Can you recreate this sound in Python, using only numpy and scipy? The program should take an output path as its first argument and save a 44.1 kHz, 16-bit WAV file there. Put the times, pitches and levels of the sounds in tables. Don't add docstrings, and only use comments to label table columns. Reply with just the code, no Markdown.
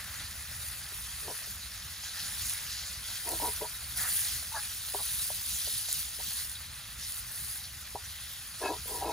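import sys
import numpy as np
from scipy import signal
from scipy.fft import rfft, irfft, next_fast_len
from scipy.io import wavfile
from scipy.ndimage import map_coordinates

SR = 44100
rng = np.random.default_rng(int(sys.argv[2]) if len(sys.argv) > 2 else 0)


def generate_wav(sig):
    pcm = np.round(np.clip(np.atleast_2d(sig).T, -1, 1) * 32767).astype(np.int16)
    wavfile.write(sys.argv[1], SR, pcm)


N = 402191
TIME = np.arange(N) / SR
FFT_SIZE = next_fast_len(N + 4096)
BINS_HZ = np.maximum(np.fft.rfftfreq(FFT_SIZE, 1 / SR), 1)


def from_db(db):
    return 10 ** (np.asarray(db) / 20)


def rms_one(x):
    return x / np.sqrt(np.mean(x ** 2) + 1e-20)


def in_time(rows):
    s, *columns = np.transpose(rows)
    return [np.interp(TIME, s, column) for column in columns]


def at_bins(points):
    hz, value = np.transpose(points)
    return np.interp(np.log(BINS_HZ), np.log(hz), value)


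def filtered(x, response):
    return irfft(rfft(x, FFT_SIZE) * response, FFT_SIZE)[..., :N]


def drift(corner_hz):
    return rms_one(filtered(rng.standard_normal(N), 1 / (1 + (BINS_HZ / corner_hz) ** 2)))


def spread(pair, colour):
    # (frequency [Hz], likeness [0-1])
    likeness = [(60, .99), (200, .97), (1000, .99), (2300, .98), (3000, .8), (5300, .72), (6500, .88),
                (7600, .72), (9000, .88), (15000, .86)]
    alike = np.clip(at_bins(likeness), 0, 1)
    mid, side = filtered(pair, from_db(at_bins(colour)) * np.sqrt([1 + alike, 1 - alike]))
    return rms_one(np.array([mid + side, mid - side]))


def bursts(per_s, size_db, limit):
    born = rng.random((2, N)) < per_s / SR
    sizes = from_db(size_db * np.minimum(rng.exponential(1, (2, N)), limit))
    return rms_one(born * sizes * rng.choice([-1, 1], (2, N)))


def contact(force, low_hz, high_hz, order=2):
    edges_hz = np.clip([low_hz, max(high_hz, 1.2 * low_hz)], 20, .45 * SR)
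    band = signal.butter(order, edges_hz, "band", fs=SR, output="sos")
    return signal.sosfilt(band, force + 1e-18)


def envelope(start_s, swell_s, hold_s, fade_s):
    t = TIME - start_s
    rise = np.sin(np.pi / 2 * np.clip(t / max(swell_s, 1e-3), 0, 1))
    return rise * np.exp(-np.clip((t - swell_s - hold_s) / fade_s, 0, 20))


def vigour():
    # (time [s], juice level [dB], sizzle level [dB], spray level [dB])
    simmer = [(0, -50.5, -47.5, -44.5), (1.85, -52.5, -45, -46.5), (3.4, -51, -45.5, -43),
              (5.7, -53.5, -42.5, -39.5), (6.7, -53, -49.5, -47), (9.12, -54, -46.5, -45)]
    # (start [s], swell [s], hold [s], sizzle level [dB], spray level [dB])
    flares = [(-.05, 0.018, 0.022, -43, -52), (0.1, 0.051, 0.089, -49.5, -53),
              (0.496, 0.13, 0.075, -55, -42.5), (0.898, 0.044, 0.38, -53, -44),
              (1.29, .08, .02, -47.5, -43.5), (1.44, 0.03, 0.051, -54, -43), (2.019, .04, .01, -41, -48),
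              (2.11, 0.095, 0.088, -43.5, -42.5), (2.274, 0.17, 0.1, -42, -37.5),
              (2.625, 0.074, 0.16, -44, -55), (3.022, 0.056, 0.096, -44, -43.5),
              (3.186, 0.12, .25, -46, -37), (3.955, .03, .045, -42.5, -32.5), (4.05, .05, 0.1, -41, -30),
              (4.205, 0.066, 0.085, -40.5, -37.5), (4.497, 0.092, .2, -48.5, -44),
              (4.84, 0.3, .14, -44, -35), (5.272, 0.094, 0.13, -51, -40), (5.43, 0.11, 0.26, -41.5, -37),
              (5.84, 0.07, .1, -42, -36), (6.116, 0.24, 0.044, -40.5, -37), (6.404, .03, 0.05, -55, -41.5),
              (6.97, 0.064, 0.0068, -43.5, -45), (7.05, .04, 0.084, -50, -39.5), (7.2, 0.29, .04, -49, -40),
              (8.577, 0.035, 0.053, -46.5, -46.5), (8.808, .11, 0.034, -48, -38)]
    fade_s = 0.082
    wet_db, drying_db_per_s = -4, 2.5
    power = from_db(in_time(simmer)) ** 2
    for start_s, swell_s, hold_s, sizzle_db, spray_db in flares:
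        juice_db = sizzle_db + wet_db - drying_db_per_s * start_s
        flare_power = from_db([juice_db, sizzle_db, spray_db]) ** 2
        power += np.outer(flare_power, envelope(start_s, swell_s, hold_s, fade_s) ** 2)
    return np.sqrt(power)


def fizz(per_s, count=9):
    train = bursts(per_s, size_db=3.0, limit=4.2)
    dealt = rng.integers(0, count, N)
    edges_hz = np.geomspace(1100, 15500, count + 1)
    return rms_one(sum(contact(train * (dealt == k), edges_hz[k], edges_hz[k + 1]) for k in range(count)))


def patches(x, patch_db, width_hz, last_s):
    hz, s, cells = signal.stft(x, SR, nperseg=512)
    grid = np.meshgrid(hz / width_hz, s / last_s, indexing="ij")
    chance = map_coordinates(rng.standard_normal((128, 512)), grid, mode="mirror")
    return signal.istft(cells * from_db(patch_db * chance), SR)[1][..., :N]


def frying(sputter_db, sputter_hz):
    # (frequency [Hz], density [dB per Hz])
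    juice_colour = [(200, -31), (400, -20.5), (600, -12.5), (740, -10.5), (1000, -9), (1300, -3.5),
                    (1950, -0.26), (2320, -6), (2570, -2.5), (2850, -8.5), (3600, -28), (5000, -49)]
    sizzle_colour = [(1200, -31), (2300, -13), (2850, -5.5), (3300, -1), (4600, 1.05), (5600, -2.5),
                     (6900, -2.6), (8000, -9.5), (9500, -10), (14000, -14)]
    spray_colour = [(4500, -35), (7200, -13), (8300, -2.5), (9400, .5), (10500, 0), (11400, -2),
                    (13000, -1.3), (14500, -4.8), (15700, -4.8)]
    juice_gain, sizzle_gain, spray_gain = vigour() * from_db(sputter_db * drift(sputter_hz))
    fierce = np.clip(0.6 + 0.011 * (20 * np.log10(spray_gain) + 41), .15, .95)

    coarse = fizz(per_s=22000)
    large = np.sqrt(fierce) * bursts(5000, size_db=3.0, limit=4.8)
    fine = large + np.sqrt(1 - fierce) * rng.standard_normal((2, N))
    fat = patches(coarse + .3 * fine, patch_db=2.0, width_hz=350, last_s=.03)
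    mist = patches(fine + 0.18 * coarse, patch_db=2.05, width_hz=596, last_s=.06)
    bubbles = patches(bursts(6000, size_db=3.0, limit=4.6), patch_db=1.7, width_hz=221, last_s=.04)

    sizzle = sizzle_gain * from_db(0.42 * drift(21)) * spread(fat, sizzle_colour)
    spray = spray_gain * from_db(1.0 * drift(27)) * spread(mist, spray_colour)
    juice = juice_gain * from_db(0.42 * drift(30)) * spread(bubbles, juice_colour)
    return sizzle + spray + juice


def crackle(per_s, level_db):
    # (frequency [Hz], density [dB per Hz])
    pop_colour = [(500, -30), (1200, -10), (2800, -4), (4500, -4), (7000, -4), (8300, -9), (10000, 3),
                  (15000, -3)]
    _, _, spray_gain = vigour()
    pops = bursts(per_s, size_db=3.5, limit=3.2)
    return from_db(level_db) * spray_gain * spread(pops, pop_colour)


def flames(flutter_db):
    # (time [s], level [dB])
    fire_level = [(0, -49), (1.8, -51.5), (3.2, -52), (4.1, -51), (5.8, -52.5), (7.3, -52.5), (8.3, -53),
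                  (9.12, -50)]
    # (frequency [Hz], density [dB per Hz])
    rumble_colour = [(15, -38), (30, -20), (42, -8.5), (54, -1.5), (70, -0.5), (100, -5), (150, -13.5),
                     (220, -19), (330, -30.5), (600, -45), (2000, -75)]
    level_db, = in_time(fire_level)
    gas = rng.standard_normal((2, N)) * from_db(flutter_db * drift(15))
    return from_db(level_db) * spread(gas, rumble_colour)


def spits():
    # (time [s], peak level [dB])
    drops = [(0.0425, -27), (.311, -28), (.686, -25), (1.378, -26), (2.4965, -15), (2.5353, -18),
             (2.9294, -26), (3.158, -23), (3.2906, -17), (3.318, -20), (4.1708, -18), (5.4635, -22),
             (5.9283, -11.8), (5.9935, -21), (6.4966, -24), (6.5173, -23), (7.1226, -20), (7.144, -23),
             (7.638, -28)]
    out, t = np.zeros(N), TIME[:SR // 50]
    for s, peak_db in drops:
        snap = contact(rng.standard_normal(len(t)) * np.exp(-t / .0004), 7500, 13500)
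        at = round(s * SR)
        out[at:at + len(t)] += from_db(peak_db) * snap / np.abs(snap).max()
    return out


def spurts():
    # (start [s], hold [s], centre [Hz], level [dB])
    pockets = [(0.236, .012, 4400, -46), (2.047, 0.011, 1600, -51), (2.13, .06, 1660, -49.5),
               (2.19, 0.023, 4700, -45), (2.407, 0.11, 6800, -43.5), (2.535, 0.042, 2000, -46.5),
               (2.67, .2, 4600, -47), (2.69, .04, 7000, -47), (2.85, .025, 6800, -46),
               (3.058, 0.055, 3500, -53), (3.958, .02, 5000, -43), (3.977, 0.098, 1740, -43),
               (3.995, .03, 7000, -42), (4.0, .07, 1410, -45), (4.102, .16, 1800, -51.5),
               (4.19, .1, 6500, -45), (5.49, .07, 7150, -41), (5.597, .17, 3750, -48.5),
               (5.88, .025, 7000, -41.5), (6.388, 0.0091, 1900, -53), (6.548, 0.0074, 3860, -44),
               (6.62, .3, 3700, -53), (7.02, 0.027, 5200, -48), (7.63, .015, 4700, -45),
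               (8.04, .008, 6450, -50), (8.078, 0.3, 3580, -52)]
    swell_s, fade_s, width_octaves = 0.011, 0.013, .42
    half_band = 2 ** (width_octaves / 2)
    out, boiling = np.zeros(N), bursts(4000, size_db=3.0, limit=4.0)[0]
    for start_s, hold_s, hz, db in pockets:
        at = round(start_s * SR)
        span = slice(at, at + SR // 2)
        boil = rms_one(contact(boiling[span], hz / half_band, hz * half_band))
        out[span] += from_db(db) * boil * envelope(start_s, swell_s, hold_s, fade_s)[span]
    return out


def resonance(force, hz, width_hz):
    r = np.exp(-np.pi * width_hz / SR)
    return signal.lfilter([1 - r, 0, r - 1], [1, -2 * r * np.cos(2 * np.pi * hz / SR), r * r], force)


def skillet(force, damping, vary_db):
    # (mode [Hz], width at damping 1 [Hz], mean level [dB])
    modes = [(205, 60, -12.5), (336, 79, -3), (430, 27, 0), (480, 53, -3.5), (610, 45, -4), (660, 45, -4),
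             (751, 53, -4), (820, 70, -5), (950, 27, 3), (1028, 27, -2.5), (1317, 60, -12), (1415, 40, -18),
             (1667, 32, -7.5), (2170, 32, -15), (2570, 24, -2), (3915, 60, -4.5), (4430, 67, -8),
             (5080, 45, -8)]
    luck = rng.standard_normal(len(modes))
    out = 0
    for k, (hz, width_hz, db) in enumerate(modes):
        mode = resonance(force, hz, width_hz * damping)
        out = out + (-1) ** k * from_db(db + vary_db * luck[k]) * mode
    return out


def knocks(thud_s, rebound_s, rebound_db, pan_db, ring_cycles):
    # (time [s], peak level [dB], thud [Hz], blade ring [Hz], blade re thud [dB])
    hits = [(.516, -50, 620, 620, -12), (.923, -48, 480, 400, -13), (1.282, -33, 680, 940, -11),
            (1.302, -36, 780, 510, -12), (1.474, -48, 600, 600, -14), (3.285, -35, 800, 950, -12),
            (3.313, -33, 700, 950, -12), (3.332, -31, 600, 330, -9), (3.401, -32, 780, 950, -10),
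            (3.426, -29, 746, 315, -8.5), (3.455, -26.5, 900, 962, -3), (3.613, -36, 850, 934, -2),
            (3.62, -30, 500, 430, -8), (3.643, -34, 850, 640, -12), (3.652, -32, 820, 945, -6),
            (4.427, -48, 720, 670, -4), (4.521, -42, 890, 890, 3), (4.566, -39, 1290, 1290, 0),
            (4.94, -39, 560, 704, -14), (4.948, -23.5, 790, 406, -12), (5.304, -31.5, 740, 610, -14),
            (5.675, -39.5, 620, 600, -9.5), (5.887, -44, 700, 700, -12), (6.19, -44.5, 480, 480, -14),
            (6.202, -39, 760, 935, -9), (7.951, -32, 455, 418, -13), (7.957, -26.5, 830, 820, -5),
            (8.617, -31, 700, 423, -6), (8.639, -28, 700, 385, -8), (8.654, -24.5, 780, 390, -7),
            (8.736, -31, 850, 950, -7), (8.858, -43, 580, 480, -8), (9.024, -26.5, 760, 800, -8),
            (9.045, -27, 820, 940, -7)]
    out, lead = np.zeros(N + SR), SR // 200
    t = TIME[:SR // 4] - lead / SR
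    for s, peak_db, thud_hz, blade_hz, blade_db in hits:
        late = t - rebound_s * rng.uniform(0.806, 1.197)
        thud, rebound = (np.sin(2 * np.pi * thud_hz * u) * np.exp(-(u / thud_s) ** 2) for u in (t, late))
        force = thud + from_db(rebound_db) * rebound
        pan = skillet(force, damping=1.0, vary_db=3.0)
        ring_fade = np.exp(-t * blade_hz / ring_cycles) * np.clip(t / thud_s, 0, 1)
        blade = np.sin(2 * np.pi * blade_hz * t) * ring_fade
        sound = force + from_db(pan_db) * pan / np.abs(pan).max() + from_db(blade_db) * blade
        at = round(s * SR) - lead
        out[at:at + len(t)] += from_db(peak_db) * sound / np.abs(sound).max()
    return out[:N]


def scrapes(slips_per_s, grit, swell, jitter):
    # (start [s], strongest [s], end [s], level [dB], friction low [Hz],
    # friction high [Hz], first judder [Hz], last judder [Hz], judder re pan [dB])
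    layers = [(1.211, 1.25, 1.32, -53, 250, 900, 450, 450, -10),
              (1.255, 1.3, 1.325, -46.5, 250, 950, 510, 400, -9),
              (3.235, 3.305, 3.38, -42.5, 230, 990, 740, 640, -9),
              (3.392, 3.44, 3.5, -36, 240, 1100, 880, 981, -4),
              (3.6, 3.62, 3.65, -41, 280, 1000, 480, 400, -9),
              (3.939, 4.006, 4.14, -54, 550, 1500, 720, 720, -8),
              (4.536, 4.577, 4.58, -45.5, 600, 1700, 655, 675, 0.5),
              (4.971, 4.998, 5.02, -46, 640, 1900, 1200, 1100, -8),
              (8.597, 8.643, 8.69, -35, 300, 1700, 670, 560, -10),
              (8.608, 8.655, 8.7, -40.5, 1250, 2000, 1685, 1660, -3),
              (8.638, 8.646, 8.7, -39, 2000, 3600, 2600, 2575, -6),
              (8.668, 8.692, 8.735, -32.5, 300, 1200, 935, 966, -3.5),
              (8.636, 8.682, 8.73, -47.5, 3600, 4800, 3930, 3930, -8),
              (8.712, 8.735, 8.775, -47, 250, 1100, 400, 380, -6),
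              (8.862, 8.91, 9.05, -42.5, 260, 1500, 990, 940, -8),
              (8.995, 9.026, 9.2, -35.5, 313, 1180, 780, 863, -8),
              (9.009, 9.06, 9.25, -50, 1500, 5000, 3920, 3930, -8),
              (9.04, 9.09, 9.2, -41.5, 280, 2600, 453, 430, -6.5)]
    out, t = np.zeros(N + SR), TIME[:SR // 3]
    for start_s, peak_s, end_s, db, low_hz, high_hz, first_hz, last_hz, judder_db in layers:
        push = np.sin(np.pi / 2 * np.interp(start_s + t, [start_s, peak_s, end_s], [0, 1, 0])) ** swell
        slips = (rng.random(len(t)) < slips_per_s / SR) * rng.uniform(0.4, 1, len(t))
        slips = slips + grit * rng.standard_normal(len(t))
        force = contact(slips * push, low_hz, high_hz)
        uneven = jitter * rms_one(contact(rng.standard_normal(len(t)), 25, 250))
        hz = np.interp(start_s + t, [start_s, end_s], [first_hz, last_hz]) * (1 + uneven)
        judder = from_db(judder_db) * rms_one(push * np.sin(2 * np.pi * np.cumsum(hz) / SR))
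        sound = rms_one(skillet(force, damping=0.91, vary_db=1.0)) + judder
        at = round(start_s * SR)
        out[at:at + len(t)] += from_db(db) * sound * np.sqrt(np.sum(push ** 2) / np.sum(sound ** 2))
    return out[:N]


def squeak(jitter):
    at_s, start_hz, end_hz, sag_s = 4.538, 1010, 831, .014
    tone_db, rasp_db, overtone_db = -36.5, -44, -37
    hz = end_hz + (start_hz - end_hz) * np.exp(-np.maximum(TIME - at_s, 0) / sag_s)
    cycles = np.cumsum(hz * (1 + jitter * drift(300))) / SR
    skips = np.diff(cycles // 1, prepend=0) * (rng.random(N) < .3) + .02 * rng.standard_normal(N)
    tone = np.sin(2 * np.pi * cycles) * envelope(at_s, swell_s=.006, hold_s=.008, fade_s=0.021)
    rasp = rms_one(contact(skips, 940, 1650, order=4))
    rasp = rasp * envelope(at_s, swell_s=.014, hold_s=0.042, fade_s=.008)
    overtone = np.sin(4 * np.pi * cycles) * envelope(at_s, swell_s=0.036, hold_s=.002, fade_s=.035) ** 2
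    return from_db(tone_db) * tone + from_db(rasp_db) * rasp + from_db(overtone_db) * overtone


def fire_pit(x, echo_db, decay_s):
    t = TIME[:SR // 8]
    tail = rng.standard_normal((2, len(t))) * np.exp(-t / decay_s) * (t > .003)
    echo = signal.fftconvolve(x[None], tail / np.linalg.norm(tail[0]), axes=1)[:, :N]
    return x + from_db(echo_db) * echo


def scene():
    fat = frying(sputter_db=.5, sputter_hz=13) + crackle(per_s=90, level_db=-13.5)
    fire = flames(flutter_db=2.2)
    drops = spits() + spurts()
    spatula = knocks(thud_s=.0011, rebound_s=.0062, rebound_db=-11, pan_db=-8, ring_cycles=6.5)
    spatula = spatula + scrapes(slips_per_s=500, grit=0.036, swell=1.16, jitter=.02) + squeak(jitter=0.02)
    balance = from_db([[.65], [-.65]])
    handling = fire_pit(spatula, echo_db=-19.5, decay_s=0.027) * balance
    return fat + fire + drops + handling


def record(dry):
    # (frequency [Hz], phase [rad])
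    port_phase = [(2550, 0), (3000, .95), (5500, .75), (7100, 0), (8050, -2.7), (8600, -3.5), (9750, -6.1),
                  (10400, -6.4), (11500, -9.1), (12400, -9.6), (13700, -12.4), (14600, -13), (15150, -15.4),
                  (15700, -15.7)]
    cutoff_hz = 15750
    lead_rad = np.interp(BINS_HZ, *np.transpose(port_phase))
    low_pass = 1 / np.sqrt(1 + (BINS_HZ / cutoff_hz) ** 300)
    return filtered(dry, np.exp(1j * lead_rad * np.array([[.5], [-.5]])) * low_pass)


dry = scene()
out = record(dry)
generate_wav(out)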